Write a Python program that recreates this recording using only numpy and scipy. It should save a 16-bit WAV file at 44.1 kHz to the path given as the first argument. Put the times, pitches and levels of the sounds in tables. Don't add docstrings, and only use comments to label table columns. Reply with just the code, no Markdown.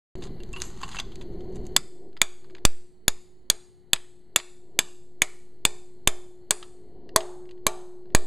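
import sys
import numpy as np
from scipy import signal
from scipy.fft import rfft, irfft, next_fast_len
from scipy.io import wavfile
from scipy.ndimage import uniform_filter1d, map_coordinates

SR = 44100
rng = np.random.default_rng(int(sys.argv[2]) if len(sys.argv) > 2 else 0)


def volts(x):
    e = np.asarray(x, float) / 20
    return 10 ** e


def to_wav(s):
    ch = np.atleast_2d(s).T
    pcm = np.round(np.clip(ch, -1, 1) * 32767)
    wavfile.write(sys.argv[1], SR, pcm.astype(np.int16))


N = 364266


def unit(x):
    return x / np.sqrt(np.mean(x ** 2) + 1e-20)


def along(points, hz):
    point_hz, value = np.transpose(points)
    return np.interp(np.log(hz + 1), np.log(point_hz + 1), value)


def wobble(rate_hz, size=N):
    knots = rng.standard_normal(int(size * rate_hz / SR) + 4)
    return map_coordinates(knots, [np.arange(size) * rate_hz / SR])


def noise(gain, size=N):
    m = next_fast_len(size)
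    spectrum = rfft(rng.standard_normal(m)) * gain(np.fft.rfftfreq(m, 1 / SR))
    return unit(irfft(spectrum, m)[:size])


def coloured(points_db, size=N):
    return noise(lambda f: volts(along(points_db, f)), size)


def add(track, s, sound):
    part = track[round(s * SR):][:len(sound)]
    part += sound[:len(part)]


def follow_push(usual_db, db_per_db, push_db):
    return usual_db + db_per_db * (push_db + 55)


# frequency in Hz, t60 in seconds.
HEAD_MODES = [(1080, 0.017), (2300, 0.011), (3480, .016), (4600, .014)]
# frequency in Hz, level in dB per Hz.
CRACK_SPECTRUM = [(300, -19.5), (700, -8), (1500, 1), (5000, -2), (9000, -5), (12000, -4), (15200, -8),
                  (15600, -28.5), (16500, -39)]


def strike(modes):
    t = np.arange(int(.06 * SR)) / SR
    ring = 0
    for hz, db, t60_s in modes:
        ring = ring - volts(db - 60 * t / t60_s) * np.sin(2 * np.pi * hz * t + rng.normal(0, 1.0))
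    excited = sorted((hz, db) for hz, db, _ in modes) + [(12500, -21)]
    tint = lambda f: volts(along(CRACK_SPECTRUM, f) + along(excited, f))
    crack = noise(tint, size=len(t)) * np.sqrt(np.mean(tint(np.arange(16000)) ** 2))
    contact = volts(-60 * np.maximum(t - .0015, 0) / .009)
    return (volts(5.5) * ring + volts(10.5) * crack * contact) * (1 - np.exp(-t / .0001))


# frequency in Hz, level in dB, t60 in seconds.
IRON_MODES = [(420, 1, .3), (614, -4, .25), (651, 3, .18), (748, -7, .4), (880, -5, .2), (1163, -13, .25),
              (1394, -17, .3)]


def iron_ring():
    t = np.arange(SR) / SR
    ring = 0
    for hz, db, t60_s in IRON_MODES:
        level_db = db + rng.normal(0, 1.6) - 60 * t / min(t60_s, .42) + 4 * wobble(25, size=SR)
        ring = ring + volts(level_db) * np.sin(2 * np.pi * hz * t)
    return ring * (1 - t)


# start in seconds, upper ring of the head in dB, its clank in dB,
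# push into the casting in dB, shank ring in Hz.
BLOWS = [(1.7634, -10, -19.5, -57, 6900), (2.2153, -11, -15, -53, 6770), (2.6508, -16, -20, -55, 7200),
         (3.0798, -15.5, -18.5, -55, 6870), (3.4992, -13.5, -22.5, -55, 6640),
         (3.9314, -11, -19.5, -55, 6630), (4.3598, -14, -17, -52, 6920), (4.789, -13.5, -15, -51, 6420),
         (5.2185, -16, -12, -52, 6690), (5.6509, -11, -17.5, -48, 6830), (6.0734, -15, -14, -45.5, 6910),
         (6.5071, -18.5, -22, -47.5, 6800), (7.1604, -18.5, -28, -38.5, 6490),
         (7.666, -21.5, -14.5, -40.5, 6630), (8.1481, -22, -11.5, -44, 6730)]
ZERO_SHIFT = [.001, .035, .3, .105, .037, .037, -.008, .009, .012, .047, .11, .013, .017, .024, .29]


def blows():
    out, t = np.zeros(N), np.arange(int(.06 * SR)) / SR
    thump = (t / 0.00024 - 1) * np.exp(-t / 0.00041) * (1 - np.exp(-t / 0.000079))
    for (s, upper_db, clank_db, push_db, shank_hz), shift in zip(BLOWS, ZERO_SHIFT):
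        loose_db = 22 * np.exp((BLOWS[0][0] - s) / 1.6)
        usual_db = np.array([-20.5 - .7 * (clank_db + 17.5) + .3 * loose_db, -14.5, -16, -21])
        top_db, shank_db, second_db, third_db = usual_db + 1.6 * rng.standard_normal(4)
        second_hz = 7800 + 250 * rng.standard_normal()
        flange_db = follow_push(-41, 1.9, push_db) + loose_db
        head_db = [flange_db, clank_db, upper_db, top_db]
        modes = [(hz, db, t60_s) for (hz, t60_s), db in zip(HEAD_MODES, head_db)]
        modes += [(shank_hz, shank_db, .016), (second_hz, second_db, .018)]
        modes += [(10400, third_db, .014), (1680, -22.5, .014)]
        blow = strike(modes)
        spill = volts(-5) * blow + volts(13) * (t == 0)
        room_db = np.clip(follow_push(-4, 1.4, push_db), -3.5, .8)
        thump_db = follow_push(-27, .35, push_db) + 40 * shift
        add(out, s + .0008, garage(blow, room_db - 36.5, room_db - 59, spill))
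        add(out, s + 0.0009, volts(thump_db + 14.5) * thump)
        add(out, s, volts(follow_push(-55.5, 1.6, push_db)) * iron_ring())
    return out


def casting():
    t = np.arange(N) / SR
    times, _, _, push_db, _ = np.transpose(BLOWS)
    last = np.clip(np.searchsorted(times, t) - 1, 0, None)
    level = volts(push_db[last] + 1.5 - 60 * (t - times[last]) / 3.8) * (t > times[0])
    return uniform_filter1d(level, size=200) * volts(.3 * wobble(12)) * np.sin(2 * np.pi * 361.5 * t)


# frequency in Hz, level in dB per Hz.
DENSE_SPECTRUM = [(250, -120), (400, -25), (550, -2), (780, 0), (1100, -7), (1600, -18), (2500, -40),
                  (4000, -120)]


def murmur():
    out, t = np.zeros(N), np.arange(SR) / SR
    for s, _, _, push_db, _ in BLOWS:
        rush = coloured(DENSE_SPECTRUM, size=SR) * (1 - np.exp(-t / .01))
        level_db = follow_push(-55.5, 1.6, push_db) - 12.5
        add(out, s, volts(level_db - 60 * t / .85) * rush)
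    return out


# frequency in Hz, level in dB per Hz.
RUST_SPECTRUM = [(350, -38.5), (600, -5.5), (1070, 6), (1330, -1), (2500, -9), (2750, -3), (3190, -5),
                 (4970, -6), (5540, -17), (6000, -4), (6780, -2.5), (11300, -22.5), (15000, -44.5)]
# start in seconds, peak in dB, resonance in Hz, t60 in seconds.
TICKS = [(.155, -40, 4500, .015), (.2227, -35.5, 3660, .047), (.2386, -30.5, 4320, .014),
         (.2694, -44.5, 3550, .056), (.403, -43, 2750, .027), (.4346, -33, 4200, .01),
         (.5302, -33.5, 7980, .018), (.536, -34, 2840, .018), (.5623, -32.5, 2780, .066),
         (.6024, -26.5, 3540, .01), (.619, -12, 5000, .012), (.635, -39, 7530, .3),
         (.827, -33.5, 2770, .019), (.8324, -26, 2840, .062), (.894, -47.5, 2680, .038),
         (.914, -34, 4200, .09), (.9294, -36, 3200, .038), (.9463, -31, 2020, .052),
         (.9672, -26.5, 2740, .03), (.9875, -23, 2690, .043), (.9992, -16, 3500, .021),
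         (1.1186, -43.5, 3340, .074), (1.1568, -31.5, 4250, .013), (1.2126, -35.5, 3370, .046),
         (1.4067, -48, 3340, .033), (1.557, -42, 7300, .033), (1.652, -49, 4380, .032),
         (1.667, -37, 7000, .015),
         (2.13, -52.5, 2410, .015), (2.1674, -39.5, 2080, .04), (2.174, -37.5, 2270, .01),
           (2.444, -47.5, 1620, .042), (2.4984, -51.5, 2245, .051), (2.5057, -50.5, 2190, .03),
           (2.55, -35.5, 2420, .025), (2.5662, -48, 2530, .045), (2.583, -43, 1910, .022),
           (3.9594, -27.5, 2280, .039), (4.3794, -39.5, 6980, .017), (4.3859, -30.5, 4530, .049),
           (4.3994, -30.5, 2150, .029), (6.627, -33.5, 3210, .043), (7.0915, -36, 1550, .016),
           (7.2059, -27, 2900, .028), (7.4549, -55, 1980, .025), (7.4906, -47, 2780, .033),
           (7.5104, -41.5, 2910, .027), (7.5778, -55, 1520, .016), (8.057, -57, 1600, .02),
           (8.103, -54, 2000, .02), (8.122, -57, 2000, .02)]


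def ticks():
    out, t = np.zeros(N), np.arange(int(.2 * SR)) / SR
    for s, db, hz, t60_s in TICKS:
        octaves = np.log2(hz / 2000)
        knock_db = min(-19 + 250 * t60_s, -3) - 7 * octaves
        bright_db = -25 + 11 * octaves
        tone = [(1300, knock_db + 6.5), (1800, 0), (5000, 0.0024), (6000, bright_db + 8.5)]
        resonance = lambda f: 1 + 1.3 / (1 + ((f - hz) / 250) ** 2)
        colour = lambda f: volts(along(RUST_SPECTRUM, f) + along(tone, f)) * resonance(f)
        add(out, s, volts(db - 5 - 60 * t / abs(t60_s)) * noise(colour, size=len(t)))
    return out


# start in seconds, frequency in Hz, level in dB, t60 in seconds.
SQUEAKS = [(.402, 2750, -53, 0.11), (.535, 2704, -30, 0.095), (.537, 1094, -46, 0.31),
           (.568, 2850, -44, 0.22), (.568, 11100, -48.5, 0.12), (.601, 3450, -43, .05),
           (.601, 6500, -46, .04), (.649, 7560, -48, 0.14), (.65, 11300, -57, 0.19),
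           (0.834, 2770, -31, 0.041), (.833, 1095, -36, 0.057), (.833, 7440, -38, 0.051),
           (.968, 2710, -32.5, 0.051), (0.985, 2725, -26, 0.046), (0.988, 6200, -29.5, 0.042),
           (.999, 3490, -22, 0.026), (.834, 1800, -40, .07), (6.52, 10300, -48, .35),
           (6.627, 1290, -40, .04)]


def squeaks():
    out, t = np.zeros(N), np.arange(int(.2 * SR)) / SR
    for s, hz, db, t60_s in SQUEAKS:
        level = volts(db - 60 * t / t60_s + 2.5 * wobble(88, size=len(t)))
        add(out, s, level * (1 - np.exp(-t / .001)) * np.sin(2 * np.pi * hz * t))
    return out


# peak time in seconds, level in dB, seconds to swell 20 dB,
# seconds to fall 20 dB.
STROKES = [
    (.244, -45, .063, .033),
    (.618, -46.5, .12, .14),
    (.838, -44, .035, .05),
    (1.006, -42, .22, .008),
    (1.22, -54, .06, .023),
    (1.4, -71, .9, .9),
    (1.556, -55, .04, .054),
    (1.67, -54.5, .033, .006),
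]


def scrapes():
    t = np.arange(N) / SR
    grains = unit(volts(4.5 * wobble(220) + 3.5 * wobble(40)) * coloured(RUST_SPECTRUM))
    drag = 0
    for s, db, swell_s, fall_s in STROKES:
        drag = drag + volts(db - 20 * np.maximum((s - t) / swell_s, (t - s) / fall_s))
    return (t < BLOWS[0][0]) * drag * grains


def chisel():
    return garage(ticks() + squeaks() + scrapes(), -44, -53.5)[:N]


# frequency in Hz, level in dB per Hz.
WALL_SPECTRUM = [(300, 3.5), (1000, 9), (3000, 1.5), (4600, 2.5), (6200, 0.5), (7800, 4), (8700, -2.5),
                 (11500, -9), (13000, -27.5), (15000, -44)]
# frequency in Hz, t60 in seconds.
GARAGE_T60 = [(500, 0.4), (2000, .54), (7500, 0.74), (9500, .86), (12000, 0.88)]


def garage(x, near_db, far_db, away=None):
    t = np.arange(int(.8 * SR)) / SR
    soft = lambda f: volts(along(WALL_SPECTRUM, f)) / (1 + (f / 12800) ** 16)
    hz, frame_s, z = signal.stft(noise(soft, size=len(t)), SR, nperseg=256)
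    near = volts(near_db - 60 * frame_s / 0.062)
    far = volts(far_db - 60 * frame_s / along(GARAGE_T60, hz)[:, None])
    answer = signal.istft(z * (near + far), SR, nperseg=256)[1][:len(t)]
    answer = answer * (1 - np.exp(-(t / 0.0013) ** 2)) * (1 - t / t[-1])
    return np.pad(x, (0, len(t) - 1)) + signal.fftconvolve(x if away is None else away, answer)


# time in seconds, hum in dB.
STIR = [(.26, -46.5), (.95, -57), (1.4, -43), (1.6, -43), (1.76, -52), (1.91, -58), (2.06, -50.5),
        (2.26, -70), (2.51, -55), (2.86, -64), (4.54, -63), (4.78, -52), (4.98, -61), (6.6, -58),
        (7.05, -46), (7.3, -52), (7.9, -59), (8.26, -47)]
# frequency in Hz, level in dB per Hz.
RUMBLE_SPECTRUM = [(12, -30), (20, -2.5), (27, -7.5), (48, -8.5), (86, -14.5), (172, -12), (300, -22.5),
                   (390, -44), (660, -120)]
# frequency in Hz, level in dB per Hz.
HUM_SPECTRUM = [(150, -41), (250, -12), (296, -14), (367, 2.5), (400, -7), (449, -12.5), (573, -22),
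                (740, -19.5), (816, -35), (1000, -31.5), (1300, -65.5), (2200, -120)]
# frequency in Hz, level in dB per Hz.
HISS_SPECTRUM = [(470, -29), (800, 1), (1140, -9), (1690, -9.5), (2010, -6), (2660, -22.5), (2970, -9),
                 (3530, -19.5), (4400, -1.5), (5420, -46), (5980, -31), (12000, -26), (15000, -30.5)]


def air():
    t, times = np.arange(N) / SR, np.transpose(BLOWS)[0]
    until_s = times[np.clip(np.searchsorted(times, t), 0, len(times) - 1)] - t
    ducked = np.clip((t - times[0]) / .12, 0, 1)
    stir_s, stir_points_db = np.transpose(STIR)
    stir_db = np.interp(t, stir_s, stir_points_db)
    hum_db = stir_db + 7 * np.exp(-np.abs(until_s) / .06)

    rumble_db = -49 + .55 * (stir_db + 55) - 12 * ducked
    rumble = volts(rumble_db + 3.0 + 1.5 * wobble(9)) * coloured(RUMBLE_SPECTRUM)
    shake = volts(-46) * noise(lambda f: (f > 15) / (1 + (f / 40) ** 4))
    rumble = rumble + (t < times[0]) * shake

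    hum = volts(hum_db + 3.0 + 0.5 * wobble(2.9)) * coloured(HUM_SPECTRUM)
    flat = volts(hum_db - 4.8) * noise(lambda f: volts(np.minimum(along(HUM_SPECTRUM, f), -8)))
    hum = np.where(t < times[2], hum, flat)

    hiss_db = -65.5 - 13 * ducked
    hiss = volts(hiss_db + 3 + 1.6 * wobble(5)) * coloured(HISS_SPECTRUM)
    return rumble + hum + hiss


def scene():
    faint_top = signal.ellip(8, .1, 50, 14600, fs=SR, output="sos")
    faint = signal.sosfilt(faint_top, chisel() + air())
    return np.tile(blows() + casting() + murmur() + faint, (2, 1))


def rest_level():
    out, t = np.full(N, .0185), np.arange(N) / SR
    drain = .4 * np.exp(-t / .02) + .88 * np.exp(-t / .085) - .13 * np.exp(-t / .8)
    for (s, *_), shift in zip(BLOWS, ZERO_SHIFT):
        add(out, s + .0008, shift * (1 - np.exp(-t / .001)) * drain)
    return out


def roll_off(x):
    return signal.sosfilt(signal.butter(12, 16550, fs=SR, output="sos"), x)


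def record(dry):
    opposite = np.array([[1], [-1]])
    x = signal.lfilter(*signal.iirnotch(5480, 8, fs=SR), dry) + rest_level()
    x = x / (1 + np.abs(x) ** 8) ** (1 / 8)
    loudness = uniform_filter1d(np.abs(dry[0]), size=64)
    x = x + volts(-41.5) * loudness * noise(lambda f: 1 + 700 / (f + 150)) * opposite
    x = x + (.0015 + volts(-66.5) * noise(lambda f: 1 / (1 + (f / 60) ** 2))) * opposite
    x = signal.sosfilt(signal.ellip(8, .1, 70, 16300, fs=SR, output="sos"), x)
    start_s, rise_s = .1535, .0004
    mix = x * np.clip((np.arange(N) / SR - start_s) / rise_s, 0, 1)
    return roll_off(mix)


dry = scene()
out = record(dry)
to_wav(out)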